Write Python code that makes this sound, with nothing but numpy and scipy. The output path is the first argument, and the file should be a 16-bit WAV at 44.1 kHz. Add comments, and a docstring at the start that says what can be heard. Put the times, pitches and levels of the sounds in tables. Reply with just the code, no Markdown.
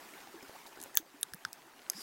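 """Meltwater runs through and around a culvert on a bush road: a soft rush of patchy noise with swarms of small bubbles.
Hollow glugs, blips and plops are damped tones; slaps of small waves are noise bursts.
The hand-held camera turns away from the water, which dulls and lowers it. Its case clicks (struck resonances)
and bumps in the hand (low tones), and a sleeve brushes it at the end (hiss and rubs).
Loud peaks make the gain control duck for a moment."""
import sys
import numpy as np
from scipy import signal
from scipy.fft import rfft, irfft, next_fast_len
from scipy.io import wavfile
from scipy.ndimage import uniform_filter1d, map_coordinates

SR = 44100
rng = np.random.default_rng(int(sys.argv[2]) if len(sys.argv) > 2 else 0)


def unload_wav(signal):
    """Save mono or channel-first audio to the path in sys.argv[1] as 16-bit WAV at rate SR, clipped to [-1, 1]."""
    wavfile.write(
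        sys.argv[1],
        SR,
        np.round(np.clip(np.atleast_2d(signal).T, -1, 1) * 32767).astype(np.int16),
    )


N = 89170


def amp(db):
    """Decibels to gain."""
    return 10 ** (np.asarray(db) / 20)


def unit(x):
    """Scale to rms 1."""
    return x / np.sqrt(np.mean(x ** 2) + 1e-20)


def decay(t, t60):
    """Exponential decay that falls 60 dB in t60."""
    return np.exp(-np.log(1000) * t / t60)


def curve(rows):
    """One value per sample from (start_s, value) rows."""
    return np.interp(np.arange(N) / SR, *np.transpose(rows))


def wobble(knots_per_s):
    """A smooth random curve through normal-distributed knots."""
    knots = rng.standard_normal(int(N * knots_per_s / SR) + 4)
    return map_coordinates(knots, [np.arange(N) * knots_per_s / SR])


def filtered(x, response):
    """Apply a gain given as a function of frequency in Hz."""
    size = next_fast_len(N + 8192)
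    return irfft(rfft(x, size) * response(np.fft.rfftfreq(size, 1 / SR)), size)[:N]


def noise(spectrum, patchy_db):
    """Coloured noise of rms 1 with time-frequency patches of random gain."""
    grid = signal.stft(rng.standard_normal(N), nperseg=512)[2]
    patches = uniform_filter1d(rng.standard_normal(grid.shape), 5, 0)  # across frequency
    patches = uniform_filter1d(patches, 6, 1)  # across time
    x = signal.istft(grid * amp(patchy_db * unit(patches)), nperseg=512)[1][:N]
    hz, db = np.transpose(spectrum)
    return unit(filtered(x, lambda f: amp(np.interp(np.log(f + 1), np.log(hz), db))))


def add(track, start_s, sound):
    """Mix a sound into a track."""
    part = track[max(0, round(start_s * SR)):][:len(sound)]
    part += sound[:len(part)]


def damped_tones(rows, attack_s, cycles, rise_per_s):
    """Soft-start tones that fall 60 dB in a count of cycles; pitch climbs by the share rise_per_s each second."""
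    out, t = np.zeros(N), np.arange(SR // 5) / SR
    for start_s, pitch_hz, level_db in rows:
        tone = np.sin(2 * np.pi * pitch_hz * t * (1 + rise_per_s * t / 2))
        envelope = (1 - np.exp(-t / attack_s)) * decay(t, cycles / pitch_hz)
        add(out, start_s, amp(level_db) * tone * envelope)
    return out


def minimum_phase(gain):
    """Causal impulse response with this gain on the FFT grid, by folding the cepstrum."""
    cepstrum = irfft(np.log(np.maximum(gain, 1e-6)))
    half = len(cepstrum) // 2
    fold = np.r_[1, np.full(half - 1, 2), 1, np.zeros(half - 1)]
    return irfft(np.exp(rfft(cepstrum * fold)))


def bumps():
    """Soft bumps of the hand: low, heavily damped tones of fixed pitch."""
    # start_s, pitch_hz, level_db
    hand_bumps = [(.482, 92, -62), (.972, 89.5, -55.5), (1.324, 91, -50), (1.343, 181, -33.5),
                  (1.454, 144, -44), (1.470, 112, -52)]
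    return damped_tones(hand_bumps, attack_s=0.0045, cycles=5.7, rise_per_s=0)


def sleeve():
    """Cloth slides over the case with an uneven hiss and a few low rubs that rise in pitch."""
    # hiss level: start_s, level_db
    brush_level = [(1.88, -97), (1.915, -65), (1.955, -54), (1.995, -48.5), (2.02, -47.5)]
    # hiss colour: freq_hz, density_db (per Hz)
    cloth_colour = [(100, -49), (1000, -9.5), (1800, -9), (2400, -9), (4200, -9), (4850, 6), (5350, 4.5),
                    (6200, -7), (8200, -4.5), (10000, -9.5), (12500, -7), (16000, -24)]
    # low rubs: start_s, pitch_hz, level_db
    rubs = [(1.946, 165, -42.5), (1.972, 273, -40)]
    hiss_db = curve(brush_level) + 1.6 * wobble(110)
    hiss = amp(hiss_db) * noise(cloth_colour, patchy_db=3.0)
    return hiss + damped_tones(rubs, attack_s=0.02, cycles=29, rise_per_s=10.8)


def clicks():
    """Each click strikes the case resonances in its own balance and tuning, with rebound, crack and rattle."""
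    # resonances of the camera case: freq_hz, half_width_hz, level_db
    case_modes = [(1360, 148, -4), (1676, 127, -4), (3708, 320, 1), (4670, 270, -5), (5310, 410, 0),
                  (6060, 300, 1), (6730, 240, -1.5), (8250, 480, -1.5), (9430, 550, -1), (11170, 560, 2),
                  (12260, 530, -6), (13730, 460, -2), (16450, 590, 2)]
    # centres of the strike bands: freq_hz
    band_hz = [550, 1290, 1620, 2150, 3650, 5150, 6300, 9000, 11500, 14500]
    # clicks: start_s, tuning_ratio, rebound_db, level_db, rattle_db, then strike_db for each band
    strikes = [(.8020, 0.83, -30, -25.5, -6, -6, -6, -8, -7, 1, -4, 1, 2, -15, -13),
               (.8153, 1.15, -30, -15.5, -5, -14, -14, -16, -18, -13, -12, -7, -1.5, -2, -18),
               (.8276, 1.07, -30, -14.5, -16, -16, -21, -14, -10, -24, -30, -5, -1, 1.5, -25),
               (0.8379, 1.1, -30, -15.5, -15, -2, -5, -13, -8, -6, -14, -2, 0, 0, -2),
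               (.9452, 1.23, -30, -16.5, -12, -20, -15, -13, -1, -1, -12, -3, -7, -28, -31),
               (0.9538, 1.4, -30, -9, -26, -19, -15, -12, -17, -38, -43, -8, -5.5, 5, 7),
               (0.9657, 1.36, -30, -10, -22, -12, -10, -16, -30, -45, -24, 10, -18, -19, -13),
               (0.9725, 0.96, -46, 13.5, -10.5, 4, -10, -1, -3.5, -5.5, -18, -1, -19.5, -7.5, -3),
               (1.2120, 0.96, -30, -17, -3, -28, -28, -21, -26, -35, -35, -37, -10.5, 2.5, -2),
               (1.2308, 1.015, -36, 3.5, -41, -10, -9, -6.5, -4.5, 3.5, -21, -9.5, -0.5, -2, -16),
               (1.3362, .99, -34, -3, -26, -5, -3, 3, -5, -18, -9, -21, -13, -14, -18),
               (1.345, 0.97, -30, -17, -18, -19, -24, -15, -14.5, -25, -24, -10, -13, 3, -1),
               (1.4505, 0.95, -42, 9, -19, 6, -0.5, 0.5, -5, -20, -13.5, -24.5, -24, -35, -31),
               (1.5305, 0.966, -31, -9, -13.5, -14, -18, -9, -25, -13, -2, -10, -4.5, -13, -5),
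               (1.8994, 0.95, -2.5, -2.5, -26, 8, -13, -11, 4, -21, -1.5, 1.5, -8, 1.5, -8),
               (1.9192, 1.4, -30, -20, -8, -23.5, -20, -20, -22, -20, -17, -15, -13, 5, -12),
               (1.934, 1.02, -29.5, -18, 1, -15, -6, 2.5, 15, -10, -16, -14, -14, -14, -14)]
    crack_db, crack_t60_s, rattle_t60_s = -6.5, 0.013, 0.078
    low_cut_hz, rebound_s = 1096, 0.0007
    out, t = np.zeros(N), np.arange(4096) / SR
    f = np.fft.rfftfreq(len(t), 1 / SR)
    low_cut = 1 / (1 + (low_cut_hz / (f + low_cut_hz / 20)) ** 6)
    for start_s, tuning, rebound_db, level_db, rattle_db, *strike_db in strikes:
        body = sum(amp(db) / (1 + ((f - tuning * hz) / width_hz) ** 2) for hz, width_hz, db in case_modes)
        ring = minimum_phase(body * low_cut * amp(np.interp(f, band_hz, strike_db)))
        rebound = np.pad(ring, (round(rebound_s * SR), 0))[:len(t)]
        ring = ring - amp(rebound_db) * rebound
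        crack = rng.standard_normal(len(t)) * decay(t, crack_t60_s)
        rattle = rng.standard_normal(len(t)) * decay(t, rattle_t60_s)
        scatter = amp(crack_db) * crack / np.linalg.norm(crack)
        scatter = scatter + amp(rattle_db) * rattle / np.linalg.norm(rattle)
        scattered = signal.fftconvolve(ring, scatter)[:len(t)]
        add(out, start_s, amp(level_db) * (ring + scattered))
    return out


def slaps():
    """Small waves break in short bursts of coloured noise."""
    # bursts, before a gain of 2: start_s, level_db, t60_s
    bursts = [(0.086, -57, 0.045), (0.133, -55, 0.038), (.425, -48.5, 0.033), (0.555, -57, 0.045),
              (0.665, -50, 0.064), (0.773, -54, 0.011)]
    # freq_hz, density_db (per Hz)
    slap_colour = [(40, -52), (100, -42), (300, 0), (800, -3), (1500, -26), (2600, -9), (6000, -9),
                   (15000, -13)]
    rise_share = 0.069  # rise time constant as a share of t60
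    level, t = np.zeros(N), np.arange(SR // 5) / SR
    for start_s, level_db, t60_s in bursts:
        rise = 1 - np.exp(-t / (rise_share * t60_s))
        add(level, start_s, 2 * amp(level_db) * rise * decay(t, t60_s))
    return level * noise(slap_colour, patchy_db=4)


def plops():
    """Drops plop into the pool: quickly damped tones."""
    # start_s, pitch_hz, level_db
    drops = [(.427, 317, -37.5), (.557, 640, -36), (.7725, 403, -35), (.7885, 370, -37.5),
             (.8045, 310, -38.5), (.860, 564, -34)]
    return damped_tones(drops, attack_s=0.0014, cycles=5.6, rise_per_s=1.8)


def blips():
    """Small bubbles burst near the bank: high tones that rise as they ring."""
    # start_s, pitch_hz, level_db
    bursting_bubbles = [(.086, 1720, -48.5), (.089, 2400, -42), (.123, 1800, -55), (.137, 2170, -39),
                        (.181, 3630, -43.5), (.376, 1660, -45.5), (.388, 1635, -45), (.407, 2350, -44),
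                        (.424, 1460, -49.5), (.427, 2050, -45.5), (.450, 1430, -45), (.654, 2170, -46.5),
                        (.668, 3760, -39.5), (.751, 1960, -46.5), (.7725, 1446, -43), (.788, 1620, -47.5),
                        (.870, 2080, -49), (.898, 1310, -56), (.946, 1850, -41), (.955, 1700, -40)]
    return damped_tones(bursting_bubbles, attack_s=0.001, cycles=42.4, rise_per_s=6.3)


def glugs():
    """Glugs and large bubbles at the pipe: hollow tones that rise slightly."""
    # start_s, pitch_hz, level_db
    pipe_glugs = [(.272, 787, -43.5), (.341, 378, -40.5), (.352, 328, -41.5), (.424, 382, -44.5),
                  (.428, 259, -48), (.498, 805, -47.5), (.552, 700, -40), (.556, 867, -41.5),
                  (.562, 1120, -40), (.634, 1180, -51), (.660, 890, -41), (.672, 780, -49),
                  (.948, 850, -46), (.999, 313, -41), (1.142, 276, -47.5)]
    return damped_tones(pipe_glugs, attack_s=0.0015, cycles=27, rise_per_s=1.8)


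def bubbles(per_s, centre_hz, spread, cycles, size_db):
    """A swarm of damped, slightly rising tones, scaled to rms 1."""
    count = int(per_s * N / SR)
    when, pitch, size = rng.random((count, 3)).T
    log_ratio = spread * np.log(pitch / (1 - pitch)) / 2  # logistic scatter of pitch
    hz = np.clip(centre_hz * np.exp(log_ratio), 220, 15000)[:, None]
    age = np.arange(SR // 25) / SR * hz / cycles  # 1 when 60 dB down
    tone = np.sin(2 * np.pi * cycles * age * (1 + 0.093 * np.minimum(age, 1)))
    tone = tone * decay(age, 1) * (1 - np.exp(-2 * cycles * age))
    tone = tone * amp(-size_db * np.log(1 - .98 * size))[:, None]  # few large, many small
    at = (when * N).astype(int)[:, None] + np.arange(tone.shape[1])
    return unit(np.bincount(at.ravel(), tone.ravel(), N)[:N])


def stream():
    """Rush, bubbles and spray share one level; treble loses more as the camera turns away."""
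    # stream level: start_s, level_db
    flow_level = [(0, -54.5), (.45, -55.5), (.85, -55), (1.05, -57.5), (1.4, -58), (1.7, -58.5),
                  (2.02, -56)]
    # rush of the water: freq_hz, density_db (per Hz)
    rush_colour = [(25, -43), (70, -21.5), (140, -11), (215, -4.5), (280, 0), (380, 1), (520, -6), (850, 0),
                   (1250, -5.5), (1750, -4), (2600, -9), (5000, -12), (9000, -15), (15500, -16.5)]
    bubble_db, spray_db = -8.5, -10.5  # relative to the rush
    treble_loss_db_per_db = 0.5  # extra loss per dB below the highest level
    flow_db = curve(flow_level)
    water = noise(rush_colour, patchy_db=2.25) * amp(0.86 * wobble(21.44))
    water = water + amp(bubble_db) * bubbles(260, centre_hz=1209, spread=0.471, cycles=30.6, size_db=2.0)
    water = water + amp(spray_db) * bubbles(900, centre_hz=4720, spread=0.68, cycles=2.5, size_db=9.5)
    treble = filtered(water, lambda hz: hz ** 2 / (hz ** 2 + 2200 ** 2))
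    treble_gain = amp(treble_loss_db_per_db * (flow_db - flow_db.max()))
    return amp(flow_db) * (water - treble + treble * treble_gain)


def scene():
    """Water and pipe, with the handling of the camera close by."""
    water = stream() + glugs() + blips() + plops() + slaps()
    handling = clicks() + bumps() + sleeve()
    return (water + handling)[None]


def record(dry):
    """Gain control ducks just after a loud peak and recovers steadily; a steep low-pass limits the band."""
    limit_db, duck_db_per_db, attack_s, recover_db_per_s = -14, 0.35, 0.024, 64
    top_hz = 16000
    x = dry[0]
    recovery_db = recover_db_per_s * np.arange(N) / SR
    over_db = np.maximum(20 * np.log10(np.abs(x) + 1e-9) - limit_db, 0)
    held_db = np.maximum.accumulate(over_db + recovery_db) - recovery_db  # peak hold, linear fall
    pole = np.exp(-1 / (attack_s * SR))
    duck_db = duck_db_per_db * signal.lfilter([1 - pole], [1, -pole], held_db)
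    return filtered(x * amp(-duck_db), lambda hz: 1 / np.sqrt(1 + (hz / top_hz) ** 240))[None]


dry = scene()
out = record(dry)
unload_wav(out)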